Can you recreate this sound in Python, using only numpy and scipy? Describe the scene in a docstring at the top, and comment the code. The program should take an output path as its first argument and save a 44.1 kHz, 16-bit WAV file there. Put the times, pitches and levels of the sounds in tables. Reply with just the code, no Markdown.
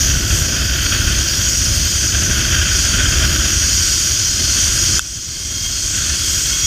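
"""Steel cable, heard from a helmet camera in a plastic case: a zip-line trolley runs fast along it.
Noise through resonances and a broad scrape makes the pulley hiss; strand-rate harmonics, a faint whine.
Short airy swishes flare over it. Wind noise rumbles on the case and rings its shell into a rasp.
One sharp knock, a noise crack plus decaying sines, makes the limiter duck everything for about a second."""
import sys
import numpy as np
from scipy import signal
from scipy.fft import rfft, irfft
from scipy.io import wavfile
from scipy.ndimage import uniform_filter1d, minimum_filter1d

SR = 44100
rng = np.random.default_rng(int(sys.argv[2]) if len(sys.argv) > 2 else 0)


def waveform_to_disk(signal):
    """Save audio, clipped to [-1, 1], as 16-bit WAV at the path in sys.argv[1]."""
    frames = np.transpose(np.atleast_2d(signal))
    scaled = np.clip(frames, -1, 1) * 32767
    samples = np.round(scaled).astype(np.int16)
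    wavfile.write(sys.argv[1], SR, samples)


N = 293706
T = np.arange(N) / SR  # s


def undb(db):
    """Decibels to amplitude gain."""
    return 10 ** (np.asarray(db) / 20)


def unit(x):
    """Scale to rms 1."""
    return x / np.sqrt(np.mean(x ** 2))


def noise():
    """White noise, rms about 1."""
    return rng.standard_normal(N)


def curves(rows):
    """Each column of a time table, joined by straight lines."""
    t_s, *columns = np.transpose(rows)
    return [np.interp(T, t_s, column) for column in columns]


def walk(rate_hz):
    """Smooth random fluctuation, rms 1, low-passed at about rate_hz."""
    f_hz = np.arange(N // 2 + 1) * SR / N
    spectrum = rfft(noise()) / (1 + (f_hz / rate_hz) ** 2)
    return unit(irfft(spectrum, N))


def colour(x, points):
    """Filter by (f/Hz, level/dB) points, interpolated over log frequency; rms 1."""
    f_hz, level_db = np.transpose(points)
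    bins_hz = np.arange(1, N // 2 + 2) * SR / N  # one bin up, avoids log(0)
    gain = undb(np.interp(np.log(bins_hz), np.log(f_hz), level_db))
    return unit(irfft(rfft(x) * gain, N))


def resonate(x, f_hz, width_hz, order=1):
    """Resonance with gain 1 at its centre; order 2 has steep skirts."""
    # each pass is widened, since cascading narrows the peak
    b, a = signal.iirpeak(f_hz, f_hz / (width_hz * np.sqrt(order)), fs=SR)
    for _ in range(order):
        x = signal.lfilter(b, a, x)
    return x


def swell(peak_s, half_s):
    """Gaussian rise and fall that peaks at 1."""
    return np.exp(-((T - peak_s) / half_s) ** 2)


def follow(strength_db, law):
    """Gain of a sound that grows as a power of its drive and drifts along the ride."""
    db, slope, db_per_s = law
    return undb(db + slope * strength_db + db_per_s * T)


def ring(modes, sway_db, flicker_db):
    """Rolling contact keeps each mode ringing; its share shifts as the trolley sways."""
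    out = 0
    for f_hz, width_hz, db in modes:
        level_db = db + sway_db * walk(3.2) + flicker_db * walk(28)
        out = out + resonate(noise() * undb(level_db), f_hz, width_hz, order=2)
    return unit(out)


def pulleys():
    """Steel wheels on twisted wire: ringing modes over a broad scrape, shaken together by the uneven cable."""
    # how hard the pulleys bear on the cable as the rider sways: t/s, hiss drive/dB
    bearing = [(0, -15.5), (.24, -21), (.4, -18.5), (.54, -20.5), (.74, -21), (.88, -18), (1.05, -19),
               (1.55, -17), (2.1, -17.5), (2.55, -19.5), (2.82, -16), (3.08, -19), (3.85, -15.5),
               (4.38, -17.5), (4.55, -15), (4.97, -16), (5.6, -14), (6.35, -17.5)]
    # pulleys and side plates: f/Hz, width/Hz, relative level/dB at t = 0, rise/(dB/s) as the ride speeds up
    trolley_modes = [(3250, 480, -13.5, 0.5), (4410, 360, -9.5, 0.44), (4588, 126, -2, -0.16),
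                     (5078, 280, -1, -0.01), (5741, 130, 3, 0), (6136, 470, -1, 0), (6610, 270, 0, 0),
                     (6775, 180, -2.5, 0.5), (7620, 730, -14, 0.88), (8700, 400, -13.5, .5),
                     (9470, 860, -17, -0.08)]
    # steel on steel: f/Hz, relative level/dB
    scrape_spectrum = [(500, -41), (1100, -5), (2200, 0), (3400, 4), (3950, 0), (5500, 2.5), (8000, -14),
                       (11000, -19), (16000, -19)]
    # highest trolley modes: f/Hz, width/Hz, relative level/dB
    sizzle_modes = [(10840, 360, -1), (11970, 750, 0.5), (13510, 540, -4), (14410, 370, 3.5),
                    (15040, 590, -14)]
    # sizzle against hiss: level/dB at 0 dB hiss, slope/(dB/dB), drift/(dB/s)
    sizzle_law = (-25, 0.58, -0.17)

    hiss_db, = curves(bearing)
    modes = [(f_hz, width_hz, db + rise_db * T) for f_hz, width_hz, db, rise_db in trolley_modes]
    ringing = ring(modes, sway_db=1.37, flicker_db=0.62)
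    scrape = undb(-12.5) * colour(noise(), scrape_spectrum)
    hiss = (ringing + scrape) * undb(hiss_db)
    sizzle = ring(sizzle_modes, sway_db=1.5, flicker_db=1.1) * follow(hiss_db, sizzle_law)
    chatter = undb(0.21 * walk(76))
    return chatter * (hiss + sizzle)


def whine():
    """Strands tick past the pulleys fast enough to make a wavering tone."""
    # mean rate of strands passing, from the ride speed: t/s, f/Hz
    strand_rate = [(0, 1018), (5.1, 1046), (5.5, 1072), (6.1, 1074), (6.66, 1091)]
    # the whine comes and goes: t/s, relative level/dB
    whine_level = [(0, -39), (4.3, -36), (4.62, -32), (4.9, -36), (5.67, -23), (6.0, -47), (6.26, -29.5),
                   (6.42, -34.5), (6.54, -23)]
    # first three harmonics: relative level/dB
    partials_db = [-15.5, -6.5, 5.5]

    (rate_hz,), (level_db,) = curves(strand_rate), curves(whine_level)
    wavering_hz = rate_hz * (1 + 0.004 * walk(82.0))
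    phase = 2 * np.pi * np.cumsum(wavering_hz) / SR
    tone = sum(undb(db) * np.sin(k * phase) for k, db in enumerate(partials_db, 1))
    return unit(tone) * undb(level_db + 3.5 * walk(40) - 2.5)


def swishes():
    """Now and then the rolling flares into a short, airy swish of coloured noise."""
    # t/s at the peak, half length/s, level/dB
    flares = [(0.376, .075, -25.5), (2.78, 0.098, -36), (3.85, 0.18, -35), (4.774, .1, -35)]
    # f/Hz, relative level/dB
    swish_spectrum = [(2000, -28), (5000, -6), (7500, 6), (9500, -2), (10700, -9), (12200, -1), (13200, -8),
                      (15500, -12)]

    envelope = sum(undb(db) * swell(peak_s, half_s) for peak_s, half_s, db in flares)
    return colour(noise(), swish_spectrum) * envelope


def knock():
    """A brief bright crack on the case, which rings for a few milliseconds."""
    # t/s, peak level/dB, decay time of the crack/s
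    knock_settings = (4.9932, 11.1, 0.00064)
    # knocked case: f/Hz, decay time/s, relative level/dB
    case_modes = [(1500, 0.0016, -1.5), (2650, 0.0067, -21), (3490, 0.00084, 0)]
    # f/Hz, relative level/dB
    crack_spectrum = [(800, -23), (2500, -5), (7000, 16), (15000, -3), (18000, -25)]

    start_s, peak_db, crack_decay_s = knock_settings
    age_s = np.maximum(T - start_s, 0)
    shell = sum(undb(db) * np.exp(-age_s / decay_s) * np.sin(2 * np.pi * f_hz * age_s)
                for f_hz, decay_s, db in case_modes)
    crack = (T > start_s) * np.exp(-age_s / crack_decay_s) * colour(noise(), crack_spectrum)
    hit = np.tanh(2.0 * shell + 2.9 * crack)  # so close that it overloads the microphone
    # the hit carries no bass below about 900 Hz
    hit = signal.sosfilt(signal.butter(2, 900, "high", fs=SR, output="sos"), hit)
    return undb(peak_db) * hit / np.abs(hit).max()


def wind():
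    """Eddies press on the case; each also sets off a burst of fine turbulence that rings the shell."""
    # airflow as the rider swings in and out of the wind: t/s, strength/dB
    airflow = [(0, -4), (.35, -4), (.55, -2), (1.12, -1), (1.58, -6.5), (2.08, -4.5), (2.38, 1), (2.62, 2),
               (2.78, -1.5), (2.98, 1.5), (3.4, -0.5), (3.78, -6), (4.35, -7.5), (4.62, -3.5), (5.03, -6.5),
               (5.85, -6.5), (6.02, -0.5), (6.2, -6.5)]
    # buffets on the case: t/s at the peak, half length/s, extra deep rumble/dB, extra flutter/dB
    buffets = [(0.22, 0.17, 4.5, 2.5), (0.476, 0.12, -3, 3), (1.713, 0.1, 5, 2), (2.283, .06, 2.5, 5.5),
               (3.247, 0.28, 2.5, 2.5), (4.43, .07, 4, 3), (4.917, 0.034, 0.5, 4), (5.418, 0.42, 2.5, 5)]
    # wind pressure on the case: f/Hz, relative level/dB
    rumble_spectrum = [(15, -49), (28, -10), (45, -2), (66, 1.5), (85, -2.5), (115, -6.5), (160, -13),
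                       (240, -17.5), (340, -17.5), (460, -29), (620, -25), (850, -37), (1500, -29),
                       (4000, -50.5)]
    # plastic case: f/Hz, width/Hz, relative level/dB
    shell_modes = [(1520, 240, 1.5), (1990, 460, -4), (2336, 400, -9), (2652, 330, 1.5), (3173, 250, 6),
                   (3530, 230, -2.5)]
    # each law: level/dB at strength 0 dB, slope/(dB/dB), drift/(dB/s)
    rumble_law = (-17.5, 0.53, -0.64)
    low_rasp_law = (-26, 1.28, -0.12)
    upper_rasp_law = (-24, 0.93, -0.36)

    strength_db = curves(airflow)[0] + 0.5 * walk(3.5)
    eddies = walk(50)

    pressure = colour(noise() * undb(1.22 * eddies), rumble_spectrum)
    deep = signal.sosfiltfilt(signal.butter(3, 100, fs=SR, output="sos"), pressure)
    flutter = pressure - deep
    deep_db = sum(db * swell(peak_s, half_s) for peak_s, half_s, db, _ in buffets)
    flutter_db = sum(db * swell(peak_s, half_s) for peak_s, half_s, _, db in buffets)
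    rumble = deep * undb(deep_db) + flutter * undb(flutter_db)

    bursts = undb(2.0 * eddies + 1.04 * walk(270))
    low, *upper = [undb(db) * resonate(bursts * noise(), f_hz, width_hz, order=2)
                   for f_hz, width_hz, db in shell_modes]
    low_rasp = unit(low) * follow(strength_db, low_rasp_law)
    upper_rasp = unit(sum(upper)) * follow(strength_db, upper_rasp_law)
    return rumble * follow(strength_db, rumble_law) + low_rasp + upper_rasp


def scene():
    """Everything reaches one microphone, written to both channels."""
    mono = pulleys() + whine() + swishes() + knock() + wind()
    return np.array([mono, mono])


def limiter(x, ceiling_db, ahead_s, hold_s, recovery_db_per_s):
    """Looks ahead, turns down at once for a peak, holds, then creeps back up."""
    over_db = np.maximum(20 * np.log10(np.abs(x).max(axis=0) + 1e-9) - ceiling_db, 0)
    ahead, half_hold = int(ahead_s * SR), int(hold_s * SR) // 2
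    early_db = np.pad(over_db, (0, ahead))[ahead:]
    # running maximum over the past hold_s
    held_db = -minimum_filter1d(-early_db, 2 * half_hold + 1, origin=half_hold, mode="constant")
    ramp_db = recovery_db_per_s * T
    cut_db = np.maximum.accumulate(held_db + ramp_db) - ramp_db  # falls at the recovery rate
    return x * undb(-uniform_filter1d(cut_db, size=64))


def record(dry):
    """The camera limits the level and cuts the top above 15.3 kHz."""
    limited = limiter(dry, ceiling_db=0, ahead_s=0.0046, hold_s=0.2, recovery_db_per_s=11.2)
    return signal.sosfilt(signal.ellip(10, 0.1, 80, 15300, fs=SR, output="sos"), limited)


dry = scene()
out = record(dry)
waveform_to_disk(out)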